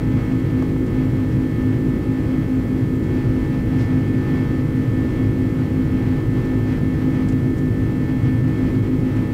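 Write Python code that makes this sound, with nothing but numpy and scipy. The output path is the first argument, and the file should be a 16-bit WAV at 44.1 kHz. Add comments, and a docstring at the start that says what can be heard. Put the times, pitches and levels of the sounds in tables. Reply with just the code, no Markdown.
"""Window seat beside an airliner's engine

Jet and airflow rumble through the cabin wall as filtered noise. Two fans buzz on multiples of their shaft
speeds, slightly out of step; the engine core throbs against the near fan's fifth order. Vents hiss, machinery
hums, small things tick and rustle as bands of noise, and a limiter holds the peaks."""
import sys
import numpy as np
from scipy import signal
from scipy.fft import irfft
from scipy.io import wavfile
from scipy.ndimage import uniform_filter1d, minimum_filter1d

SR = 44100
rng = np.random.default_rng(int(sys.argv[2]) if len(sys.argv) > 2 else 0)


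def int16_out(signal):
    """Quantize to a 16-bit WAV file."""
    q = np.round(np.clip(np.atleast_2d(signal).T, -1, 1) * 32767)
    wavfile.write(sys.argv[1], SR, q.astype(np.int16))


N = 411453

BLADES = 34
FAN_HZ = 52.18  # shaft turns per second of the near fan
# the far fan turns faster by SLIP_HZ; the two shafts line up at IN_STEP_S
SLIP_HZ, IN_STEP_S = .125, .8
FIRST_THROB_S = .11
CORE_DB, CORE_OCTAVE_DB, CORE_WAVER_DB = -27, -55, 1.2
# quick eddies ride on the slow swell of the turbulence
EDDIES_PER_S, EDDY_DB = 11, 1.16
# dB that each sound gains per dB of turbulence
BUZZ_SWELL, BLADE_SWELL, RUSH_SWELL = 0.85, 0.8, 1
BLADE_WAVER_DB = 1.3
TOP_HZ, CEILING_DB = 15650, -7.8  # upper band edge, and the limiter's ceiling re full scale


def undb(db):
    """Amplitude ratio from decibels: 20 dB is a factor of ten."""
    return 10 ** (np.asarray(db) / 20)


def curve(rows):
    """Linear interpolation of a table of (seconds, value) at every sample."""
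    return np.interp(np.arange(N) / SR, *np.transpose(rows))


def colour(points, hz):
    """Spectral envelope: dB levels joined by straight lines over the logarithm of frequency."""
    point_hz, db = np.transpose(points)
    return np.interp(np.log(np.maximum(hz, 1)), np.log(point_hz), db)


def noise(points):
    """Gaussian noise by spectral shaping: random Fourier components take the given power density."""
    hz = np.arange(N // 2 + 1) * SR / N
    steep_fall = np.maximum(hz / points[-1][0], 1) ** 4  # above the last point
    gain = undb(colour(points, hz)) / steep_fall
    white = rng.standard_normal(len(hz)) + 1j * rng.standard_normal(len(hz))
    return irfft(white * gain, N) * np.sqrt(SR * N) / 2


def walk(rate):
    """Slow random modulation: normal values, rate of them per second, joined by straight lines."""
    steps = np.arange(N) / SR * rate
    return np.interp(steps, np.arange(1024), rng.standard_normal(1024))


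def tone(turns, db):
    """Phase-driven sine of the given rms level: one cycle for each turn."""
    phase = (2 * np.pi * (turns - np.floor(turns))).astype(np.float32)
    return np.sqrt(2) * undb(db) * np.sin(phase)


def cabin():
    """Stationary sources: broadband hiss of the vents and discrete hums of machinery that waver slowly."""
    # Even hiss of the air vents. Each row: frequency in Hz, density in dB per Hz.
    vent_spectrum = [(1000, -102), (4500, -98.5), (8000, -98), (10500, -99.6), (12100, -98), (13500, -99.8),
                     (15700, -100.3)]
    # Cabin machinery. Each row: frequency in Hz, rms level in dB before the waver.
    machine_hums = [(76.5, -54), (559, -54.5), (799.5, -60.5)]
    t = np.arange(N) / SR
    hum = sum(tone(hz * t, db + 1.1 * walk(2.53)) for hz, db in machine_hums)
    return noise(vent_spectrum) + hum


def ticks():
    """Transient contact noise: each band of noise rises and decays exponentially."""
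    # Ticks and rustles. Each row: time of the crest in seconds, level there in dB, reference frequency
    # of the band in Hz, time constant of the rise in seconds, 60 dB decay time in seconds.
    contacts = [(.625, -28, 900, .003, .03), (.625, -50, 7500, .002, .025), (.765, -36, 1000, .006, .06),
                (.771, -56, 7500, .002, .04), (.866, -54, 8000, .004, .06), (1.319, -54, 5500, .01, .15),
                (3.039, -54, 6500, .004, .08), (3.812, -47.5, 5200, .025, .25), (6.46, -56, 5000, .03, .2),
                (7.287, -43.5, 7000, .001, 0.087), (7.324, -49, 7200, .002, .04),
                (7.586, -51, 7200, .02, .1), (9.167, -50, 7000, .002, .05)]
    out = np.zeros(N)
    for crest_s, db, hz, rise, t60 in contacts:
        first = max(int((crest_s - .2) * SR), 0)
        last = min(int((crest_s + .4) * SR), N)
        at = np.arange(first, last)
        age = at / SR - crest_s  # negative before the crest
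        band = signal.butter(2, [hz * 0.48, min(hz * 1.17, SR / 2 - 1)], "band", fs=SR, output="sos")
        grain = signal.sosfilt(band, rng.standard_normal(SR))[:len(at)]
        shape = np.exp(np.minimum(age / rise, -np.log(1000) * age / t60))
        out[at] += undb(db) * shape * grain / grain.std()
    return out


def airflow(gust_db):
    """Broadband flow noise: a steady jet rumble, and a rush whose level follows the turbulence outside."""
    # Rumble of the jet through the wall. Each row: frequency in Hz, density in dB per Hz.
    rumble_spectrum = [(10, -63), (22, -55), (33, -53.5), (55, -45.5), (80, -48), (110, -38.5),
                       (150, -41.5), (178, -48), (250, -47), (290, -51.5), (340, -52), (375, -58),
                       (520, -64.5), (800, -83.5)]
    # Air along the fuselage. Each row: frequency in Hz, density in dB per Hz before swell and flutter.
    rush_spectrum = [(300, -82.5), (650, -71.5), (880, -76), (1060, -74.5), (1350, -80.5), (1700, -80),
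                     (2250, -82.5), (3000, -87), (3700, -93), (4600, -94), (6500, -101), (12000, -112)]
    flutter_db = 1.3 * walk(40)
    rush = noise(rush_spectrum) * undb(RUSH_SWELL * gust_db + flutter_db)
    return noise(rumble_spectrum) + rush


def core(fan_turns):
    """Beating: the core falls behind the fan's fifth order and throbs once for each turn that it loses."""
    # Core's lag behind the fifth order. Each row: time in seconds, throbs per second.
    throb_rate = [(0, 3.99), (1.2, 4.89), (1.9, 4.18), (3.1, 5.21), (4.6, 4.63), (6, 5.57), (6.6, 5.09),
                  (7.3, 6.91), (8.2, 5.92), (9.33, 7.33)]
    lost = np.cumsum(curve(throb_rate)) / SR
    turns = 5 * fan_turns - (lost - lost[int(FIRST_THROB_S * SR)])  # in phase at the first throb
    fundamental = tone(turns, CORE_DB + CORE_WAVER_DB * walk(7.8))
    return fundamental + tone(2 * turns, CORE_OCTAVE_DB)


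def fan(turns, orders, weak, swell_db, twist, scatter_db, waver_db, count=150, size=7):
    """Harmonic series: unequal blades send out unequal shocks, one ragged wave for every turn of the shaft."""
    k = np.arange(1, count + 1)
    weak_db = colour(weak, k * FAN_HZ) + scatter_db * rng.standard_normal(count)
    db = np.array([orders.get(order, level) for order, level in zip(k, weak_db)])
    angle = np.linspace(0, 1, 4096)  # in turns
    place, low = turns % 1, k <= 11
    # the path to the seat delays each order differently;
    # long waves lag alike from both fans, counted from the fifth
    lag = np.where(low, np.sqrt(2) * (k - 5) ** 2, twist * k ** 2)
    waves = tone(np.outer(k, angle) - lag[:, None], db[:, None])
    out = np.interp(place, angle, waves[low].sum(axis=0))
    # long waves arrive steadily; the short ones swell with the turbulence and waver apart in interleaved sets
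    for group in range(size):
        wave = waves[~low & (k % size == group)].sum(axis=0)
        out += np.interp(place, angle, wave) * undb(swell_db + waver_db * walk(14))
    return out


def engines(gust_db):
    """Rotating sources: two fans at nearly equal speeds, the near one's blade-passing tone, core and whine."""
    # Shaft orders that stand out. Each entry: order, rms level in dB (before the swell above order 11).
    near_orders, far_orders = {1: -41, 2: -32, 3: -37.5, 4: -45.5, 5: -26, 6: -30.5, 7: -40.5, 8: -41.5, 9:
                               -41.5, 10: -46.5, 11: -57, 14: -63.5, 16: -51.5, 18: -59, 21: -60.5, 24:
                               -52.5, 25: -55.5, 27: -60, 29: -66, 33: -65.5, 37: -61, 39: -55, 42: -52.5,
                               47: -64, 51: -62, 59: -64.5, 63: -62, 76: -77, 81: -74, 110: -77}, {5: -39.5, 7: -39, 19: -59, 29: -58.5, 31: -58, 34: -70,
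                                                    37: -57, 43: -62}
    # Weaker orders between them. Each row: frequency in Hz, level of one order in dB before scatter and swell.
    near_buzz, far_buzz = [(600, -78), (1200, -75), (2100, -74), (2900, -80), (3500, -83.5), (4400, -78),
                           (6000, -87.5), (9000, -98)], [(100, -55), (600, -75.5), (1800, -66.5), (2600, -70.5),
                                              (3500, -77.5), (4400, -82.5), (6000, -90), (9000, -99)]
    # Tone of the passing fan blades. Each row: time in seconds, level in dB before swell and waver.
    blade_tone = [(0, -49), (.8, -49), (1.7, -46.5), (2.6, -48.5), (3.3, -46.5), (4.5, -44.5), (5.9, -49),
                  (6.6, -45.5), (7.2, -45.5), (7.9, -43.5), (8.6, -46.5), (8.9, -50), (9.33, -47)]
    # Compressor and turbine stages. Each row: mean frequency in Hz, level in dB before the waver.
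    stage_tones = [(7541, -76), (8059, -76), (11843, -76), (12360, -75), (13876, -77), (15342, -80)]
    t = np.arange(N) / SR
    near_turns = FAN_HZ * t
    far_turns = near_turns + SLIP_HZ * (t - IN_STEP_S)
    swell_db = BUZZ_SWELL * gust_db
    near = fan(near_turns, near_orders, near_buzz, swell_db, twist=np.sqrt(2), scatter_db=1.5, waver_db=1.8)
    far = fan(far_turns, far_orders, far_buzz, swell_db, twist=np.sqrt(np.pi), scatter_db=3.0, waver_db=0.8)
    blade_db = curve(blade_tone) + BLADE_SWELL * gust_db + BLADE_WAVER_DB * walk(13)
    blades = tone(BLADES * near_turns, blade_db)
    # each whine wanders in phase and in level
    whine = sum(tone(hz * t + .4 * walk(14), db + 2.2 * walk(7)) for hz, db in stage_tones)
    return near + far + blades + core(near_turns) + whine


def scene():
    """Superposition at the seat: one turbulence stirs both the engine buzz and the air rush."""
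    # Slow swell of the turbulence outside. Each row: time in seconds, dB about its mean.
    slow_swell = [(0.0, 0), (0.2, 1.3), (0.79, -1.4), (0.99, 1.5), (1.99, -2), (2.38, 1), (2.58, -1.5),
                  (2.78, 1), (2.98, -3.2), (3.18, 1.5), (3.57, -0.7), (3.77, 0.3), (5.16, 0.6),
                  (5.56, -0.6), (6.35, 1.0), (7.74, -1.4), (8.54, 0.6), (9.33, -0.2)]
    gust_db = curve(slow_swell) + EDDY_DB * walk(EDDIES_PER_S)
    return (engines(gust_db) + airflow(gust_db) + cabin() + ticks())[None]


def record(dry, size=441):
    """Peak limiting by a smoothed gain around the highest crests, then a steep low-pass filter."""
    headroom = np.minimum(1, undb(CEILING_DB) / (np.abs(dry) + 1e-9))
    gain = uniform_filter1d(minimum_filter1d(headroom, 2 * size), size)
    smooth_gain = uniform_filter1d(gain, size)
    lowpass = signal.ellip(12, .1, 80, TOP_HZ, fs=SR, output="sos")
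    return signal.sosfilt(lowpass, dry * smooth_gain)


dry = scene()
out = record(dry)
int16_out(out)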